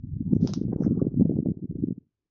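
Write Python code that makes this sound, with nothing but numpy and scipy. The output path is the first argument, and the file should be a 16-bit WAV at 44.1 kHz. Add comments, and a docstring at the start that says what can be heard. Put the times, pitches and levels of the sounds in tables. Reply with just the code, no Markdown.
"""Wings in a wooden corner

A small animal flutters close by at night. Its wings displace air in uneven flurries of dull puffs,
over a low stir of eddies. Friction sounds as it brushes and scratches the wall; impacts give ticks
and light taps. After two seconds it settles, and only a faint low hum and hiss remain."""
import sys
import numpy as np
from scipy import signal
from scipy.fft import rfft, irfft, next_fast_len
from scipy.io import wavfile

SR = 44100
rng = np.random.default_rng(int(sys.argv[2]) if len(sys.argv) > 2 else 0)


def file_out(sig):
    """Save sig as 16-bit WAV at sys.argv[1]."""
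    # one column per channel
    cols = np.atleast_2d(sig).T
    # limit, then scale
    lim = np.clip(cols, -1, 1)
    pcm = np.round(lim * 32767).astype(np.int16)
    wavfile.write(sys.argv[1], SR, pcm)


N = 101429
T = np.arange(N) / SR

# Spectra of the noises. Each row: frequency in Hz, relative level in dB.
NIGHT_SPECTRUM = [(25, 1), (170, -1), (350, -13), (600, -16), (1000, -19), (2000, -21.5), (7000, -29.5)]
EDDY_SPECTRUM = [(30, -24), (60, -12.5), (110, 7), (180, 3), (260, 3), (350, -16), (450, -44), (700, -71)]
RUSTLE_SPECTRUM = [(180, -11), (300, 7.5), (420, 1.5), (560, -15.5), (750, -22.5), (1000, -39),
                   (1450, -48.5), (1900, -72.5)]
DRAUGHT_SPECTRUM = [(15, -11), (30, -11.5), (50, -0.5), (75, -2), (110, 0), (200, -31.5), (500, -85)]
WAKE_SPECTRUM = [(150, -17.5), (280, 6.5), (380, 7), (500, -11.5), (650, -25.5), (850, -45), (1300, -81.5)]
HISS_SPECTRUM = [(700, 7), (1400, -1.5), (2300, -11), (3600, -1.5), (5200, 2), (6400, 0), (7200, -20.5),
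                 (7800, -39.5)]
CRACK_SPECTRUM = [(400, -22.5), (800, -5.5), (1400, -7), (2100, -16), (3000, -4), (3900, 4), (5200, 7),
                  (6200, 0.5), (7000, -22), (8300, -38.5)]
TAP_SPECTRUM = [(600, -0.5), (1100, 12), (2200, -5.5), (2700, -19.5), (4200, -29), (5200, -6), (6200, -11),
                (7000, -31.5)]

# Envelopes of the sustained noises. Each row: time in seconds, relative level in dB.
EDDY_LEVELS = [(0, -54.5), (.1, -48), (.3, -37), (.5, -36.5), (.7, -46.5), (.78, -45.5), (.9, -38),
               (.975, -41), (1.1, -39.5), (1.22, -36.5), (1.4, -43.5), (1.52, -43), (1.58, -56.5),
               (1.68, -55.5), (1.8, -37), (1.92, -44), (1.97, -57), (2.07, -68), (2.11, -95), (2.3, -103)]
RUSTLE_LEVELS = [(0, -100.5), (.14, -89), (.21, -71), (.28, -53), (.41, -47.5), (.47, -43), (.58, -54.5),
                 (.7, -42.5), (.84, -46), (.975, -48.5), (1.05, -33), (1.16, -57.5), (1.28, -52.5),
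                 (1.52, -46.5), (1.58, -62.5), (1.72, -59.5), (1.9, -60.5), (2.0, -66), (2.1, -96.5)]
DRAUGHT_LEVELS = [(0.0, -39.5), (0.15, -35.5), (0.18, -46.5), (0.45, -36.5), (0.47, -49), (0.68, -36.5),
                  (0.86, -56), (0.9, -34), (0.975, -61), (1.015, -31), (1.12, -46), (1.2, -30), (1.64, -67),
                  (1.71, -53), (1.75, -41), (1.82, -36.5), (2.09, -84.5), (2.3, -85)]
HISS_LEVELS = [(.38, -130), (.412, -64), (.465, -57), (.49, -50), (.525, -62), (.545, -53), (.585, -69),
               (.635, -69), (.68, -130)]

# Puffs of air. Each row: time in seconds, envelope peak in dB, pitch in Hz, bandwidth in octaves.
WING_FLAPS = [(0.0395, -27.5, 156.3, 0.49), (0.0478, -30, 181.6, 0.36), (0.073, -33.5, 173, 0.38),
              (0.1242, -29, 146.8, 0.15), (0.1391, -26.5, 92.2, 0.4), (0.168, -20.5, 128.4, 0.4),
              (0.2076, -22.5, 152.6, 0.46), (0.2115, -21.5, 237, 0.27), (0.226, -26.5, 96, 0.91),
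              (0.2609, -23, 156.8, 0.26), (0.265, -18.5, 140, 0.56), (0.277, -19.5, 139, 0.33),
              (0.2961, -25.5, 124.5, 0.3), (0.3135, -20, 223, 0.27), (0.3342, -7.5, 176.7, 0.66),
              (0.3539, -15, 183.4, 0.4), (0.3667, -8.5, 163.4, 0.72), (0.3951, -27.5, 107, 0.19),
              (0.4071, -31, 161, 0.2), (0.4306, -9, 184.4, 0.37), (0.4425, -15.5, 170, 0.74),
              (0.45, -13.5, 218, 0.53), (0.459, -25, 145, 0.86), (0.4981, -28, 205, 0.21),
              (0.5122, -24, 138, 0.7), (0.523, -25, 175, 0.27), (0.5385, -24, 157, 0.82),
              (0.5633, -26, 152, 0.48), (0.5752, -16.5, 213, 0.37), (0.5903, -27.5, 161, 0.68),
              (0.6162, -14, 229, 0.5), (0.638, -27, 132, 0.73), (0.6532, -16, 169.5, 0.58),
              (0.6687, -20.5, 153, 0.42), (0.6832, -22, 104.2, 1.1), (0.6911, -24.5, 185, 0.41),
              (0.7003, -19.0, 152, 0.56), (0.71, -21, 183.6, 0.38), (0.7174, -22, 110, 1.03),
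              (0.7319, -13.5, 217, 0.75), (0.743, -30.5, 141.3, 0.16), (0.7625, -13.5, 144.7, 0.98),
              (0.8072, -13, 211.7, 0.42), (0.8231, -15, 241, 0.89), (0.83, -21.5, 148.5, 0.27),
              (0.8504, -14.5, 146.4, 0.62), (0.8684, -11, 236.4, 0.34), (0.8783, -13, 159.3, 0.9),
              (0.889, -23.5, 122, 0.4), (0.8992, -28, 287, 0.17), (0.911, -11.5, 168, 0.6),
              (0.9205, -14, 207, 0.61), (0.9284, -16.5, 225, 0.3), (0.9397, -23, 154, 0.29),
              (0.9515, -19.5, 209, 0.46), (0.9921, -20.5, 185.4, 0.28), (1.0182, -12, 309, 0.51),
              (1.0257, -10, 161, 0.76), (1.0513, -18.5, 186, 0.62), (1.0697, -11.5, 227.3, 0.59),
              (1.08, -21.5, 137, 0.21), (1.1429, -21.5, 141.5, 0.93), (1.1648, -26, 135, 0.21),
              (1.177, -16, 238, 0.23), (1.1843, -21, 163, 0.31), (1.1989, -8.5, 174, 0.65),
              (1.2105, -7, 169.3, 0.71), (1.2216, -9.5, 220.3, 0.2), (1.255, -10.5, 181.6, 0.54),
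              (1.2791, -23, 157, 0.11), (1.2966, -13.0, 255, 0.6), (1.303, -21, 120, 1.02),
              (1.3118, -14.5, 208, 0.59), (1.3252, -23.5, 290, 0.288), (1.3397, -27, 191, 0.95),
              (1.3585, -17.5, 130.3, 0.59), (1.3675, -16.5, 193, 0.72), (1.3899, -11, 195.6, 0.67),
              (1.4032, -16.0, 147, 0.68), (1.43, -21, 238.5, 0.31), (1.4602, -14.5, 173.7, 1.04),
              (1.472, -16, 208.4, 0.4), (1.4881, -13.5, 168.7, 0.72), (1.4972, -21.5, 245, 0.38),
              (1.5069, -18, 154.4, 0.46), (1.518, -16, 150.7, 0.69), (1.5732, -26, 148, 0.69),
              (1.6277, -29, 174, 0.19), (1.6304, -30, 297.3, 0.27), (1.6431, -21.0, 156, 0.65),
              (1.6548, -25, 234.6, 0.36), (1.7001, -23.5, 141, 0.36), (1.7117, -21.5, 132, 0.83),
              (1.7261, -30.5, 259.5, 0.38), (1.7561, -23, 258, 0.44), (1.7627, -26, 139.7, 0.45),
              (1.7898, -24.0, 237, 0.29), (1.8263, -19, 160.7, 0.59), (1.8402, -13.0, 262.6, 0.32),
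              (1.8741, -24.5, 211, 0.5), (1.886, -17.5, 201, 0.53), (1.9088, -17, 187, 0.61),
              (1.9253, -21.5, 166.3, 0.46), (1.9817, -29.0, 199.6, 0.39)]
# Claws sliding on wood.
# Each row: time in seconds, level in dB, half-width in seconds, centre in Hz, bandwidth in octaves.
CLAW_SCRATCHES = [(.33, -67.5, .04, 863.4, .15), (.358, -77.5, 0.02, 5880, .06),
                  (0.547, -51, .008, 5560, 0.15), (0.735, -61.5, .008, 1400, 0.3),
                  (0.843, -66, .022, 5780, 0.13), (0.848, -62, .022, 1296, .35),
                  (0.909, -71, 0.14, 1154, 0.23), (1.001, -49, 0.0056, 1110, 0.2),
                  (1.01, -62, .005, 1247, 0.16), (1, -84.5, 0.006, 5660, 0.076)]
# Wings on wood. Each row: time in seconds, level in dB, half-width in seconds, upper edge in Hz.
WING_BRUSHES = [(0.448, -43, 0.0024, 620), (0.46, -50, 0.0021, 619), (0.495, -41, 0.0023, 679),
                (0.729, -36.5, 0.003, 745), (0.735, -44.5, 0.0033, 793), (0.785, -55, 0.01, 880),
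                (0.81, -38, 0.0046, 790), (0.82, -40, .004, 650), (0.864, -31, 0.003, 607),
                (1.022, -39.5, 0.0047, 544), (1.085, -55, .004, 650), (1.217, -43, 0.0092, 800),
                (1.257, -39.5, 0.0083, 634), (1.319, -35, 0.003, 568), (1.365, -39.5, 0.0038, 688),
                (1.47, -41, 0.0051, 598.4), (1.629, -43.5, 0.0031, 440), (1.767, -52.5, 0.0088, 523),
                (1.912, -52.5, .003, 520)]
# Hard impacts. Each row: start in seconds, crack level in dB, knock drive in dB, crack decay in seconds.
WALL_TICKS = [(0.474, -27, -31.5, 0.00058), (0.5361, -26.5, -32, 0.0015)]
# Modes of the wall. Each row: frequency in Hz, level in dB relative to the drive, decay in seconds.
WOOD_MODES = [(850, -0.5, 0.0013), (1350, -11.5, 0.0021)]
# Light impacts of claws. Each row: time in seconds, level in dB.
CLAW_TAPS = [(0.8366, -43.5), (0.8443, -46.5), (.851, -52.5), (.856, -55.5)]


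def from_db(db):
    """Amplitude ratio for a level in decibels."""
    return 10 ** (np.asarray(db) / 20)


def level(curve):
    """Gain over time, interpolated in decibels."""
    return from_db(np.interp(T, *np.transpose(curve)))


def shaped_noise(gain_at):
    """White noise filtered by a function of frequency and scaled to unit rms."""
    size = next_fast_len(N, True)
    hz = np.maximum(np.fft.rfftfreq(size, 1 / SR), 1)
    white = rfft(rng.standard_normal(size))
    shaped = irfft(white * gain_at(hz), size)[:N]
    return shaped / shaped.std()


def noise(spectrum):
    """Noise of unit rms with a tabulated spectrum, interpolated in log frequency."""
    points_hz, db = np.transpose(spectrum)
    return shaped_noise(lambda hz: from_db(np.interp(np.log(hz), np.log(points_hz), db)))


def slope(ratio, order):
    """Gain of a filter edge: flat below a ratio of 1, falling beyond."""
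    return 1 / np.sqrt(1 + ratio ** (2 * order))


def band(hz, centre_hz, octaves):
    """Gain of a pass band, bell-shaped in log frequency."""
    return np.exp(-.5 * (np.log2(hz / centre_hz) / octaves) ** 2)


def swell(time, half_width):
    """A smooth envelope, symmetric about its peak at the given time."""
    return 1 / (1 + ((T - time) / half_width) ** 2 / 2) ** 2


def burst(envelope, carrier):
    """Amplitude-modulated noise, scaled to carry the energy of its envelope."""
    pulse = envelope * carrier
    return pulse * np.sqrt(np.sum(envelope ** 2) / np.sum(pulse ** 2))


def night_background():
    """Stationary noise weighted to the bass is heard as a faint hum and hiss."""
    return from_db(-91.5) * noise(NIGHT_SPECTRUM)


def stirred_air(flicker_db=5.5, flicker_hz=35):
    """Turbulence makes eddies and membrane rustle flicker, above the deep draught of the wings."""
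    eddies = level(EDDY_LEVELS) * noise(EDDY_SPECTRUM)
    rustle = level(RUSTLE_LEVELS) * noise(RUSTLE_SPECTRUM)
    flicker = from_db(flicker_db * shaped_noise(lambda hz: slope(hz / flicker_hz, order=4)))
    draught = from_db(-5.5) * level(DRAUGHT_LEVELS) * noise(DRAUGHT_SPECTRUM)
    return flicker * (eddies + rustle) + draught


def wing_flaps(top_hz=596, wake_exponent=1.405):
    """A flap displaces air in one smooth push and pull, and sheds a turbulent wake."""
    size = next_fast_len(N + SR // 2)
    hz = np.maximum(np.fft.rfftfreq(size, 1 / SR), 1)
    hz = hz[hz < SR / 20]
    spectrum = np.zeros(len(hz), complex)
    for time, db, pitch_hz, octaves in WING_FLAPS:
        puff = band(hz, pitch_hz, octaves) * slope(hz / top_hz, order=4)  # a wide band is abrupt
        delay = np.exp(-2j * np.pi * hz * time)
        spectrum += from_db(db) * puff / puff.sum() * delay
    puffs = size * np.fft.ifft(spectrum, size)[:N]  # analytic signal: its magnitude is the envelope
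    wake_envelope = np.abs(puffs) ** wake_exponent  # the wake grows faster than the flap that sheds it
    return puffs.imag + from_db(-23.5) * wake_envelope * noise(WAKE_SPECTRUM)


def claw_scratches():
    """Friction of claws gives swells of band-limited noise; the narrowest bands squeak."""
    out = np.zeros(N)
    for time, db, half_width, centre_hz, octaves in CLAW_SCRATCHES:
        friction = shaped_noise(lambda hz: band(hz, centre_hz, octaves))
        out += from_db(db) * swell(time, half_width) * friction
    return out


def dry_hiss():
    """Broadband noise rises and falls around the two hard ticks."""
    return level(HISS_LEVELS) * noise(HISS_SPECTRUM)


def wing_brushes(low_hz=377):
    """Sliding friction of a wing on wood gives a brief swell of dull noise."""
    out = np.zeros(N)
    for time, db, half_width, top_hz in WING_BRUSHES:
        friction = shaped_noise(lambda hz: slope(low_hz / hz, order=4) * slope(hz / top_hz, order=8))
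        out += from_db(db) * burst(swell(time, half_width), friction)
    return out


def wall_ticks(reverb_db=-20.5, reverb_decay_s=0.023):
    """An impact cracks brightly, excites damped modes of the wood and reverberates in the corner."""
    out = np.zeros(N)
    crack, reverb = noise(CRACK_SPECTRUM), noise(CRACK_SPECTRUM)
    for start, crack_db, knock_db, crack_decay in WALL_TICKS:
        age = np.maximum(T - start, 0)
        strength = from_db(crack_db) * (T >= start)
        out += burst(strength * np.exp(-age / crack_decay), crack)
        out += from_db(reverb_db) * strength * np.exp(-age / reverb_decay_s) * reverb
        for hz, mode_db, decay in WOOD_MODES:
            out += from_db(knock_db + mode_db) * np.exp(-age / decay) * np.sin(2 * np.pi * hz * age)
    return out


def claw_taps(half_width_s=0.0008):
    """The brief contact of a claw with wood radiates a tiny, dry click."""
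    click = noise(TAP_SPECTRUM)
    return sum(from_db(db) * burst(swell(time, half_width_s), click) for time, db in CLAW_TAPS)


def scene():
    """The animal's sounds add to the background by superposition, in one channel."""
    wings = wing_flaps() + wing_brushes()
    wall = dry_hiss() + claw_scratches() + wall_ticks() + claw_taps()
    return (wings + wall + stirred_air() + night_background())[None]


def record(dry):
    """A steep low-pass filter removes the highest treble."""
    stop_db, stop_hz = 70, 8300
    return signal.sosfilt(signal.cheby2(14, stop_db, stop_hz, fs=SR, output="sos"), dry)


dry = scene()
out = record(dry)
file_out(out)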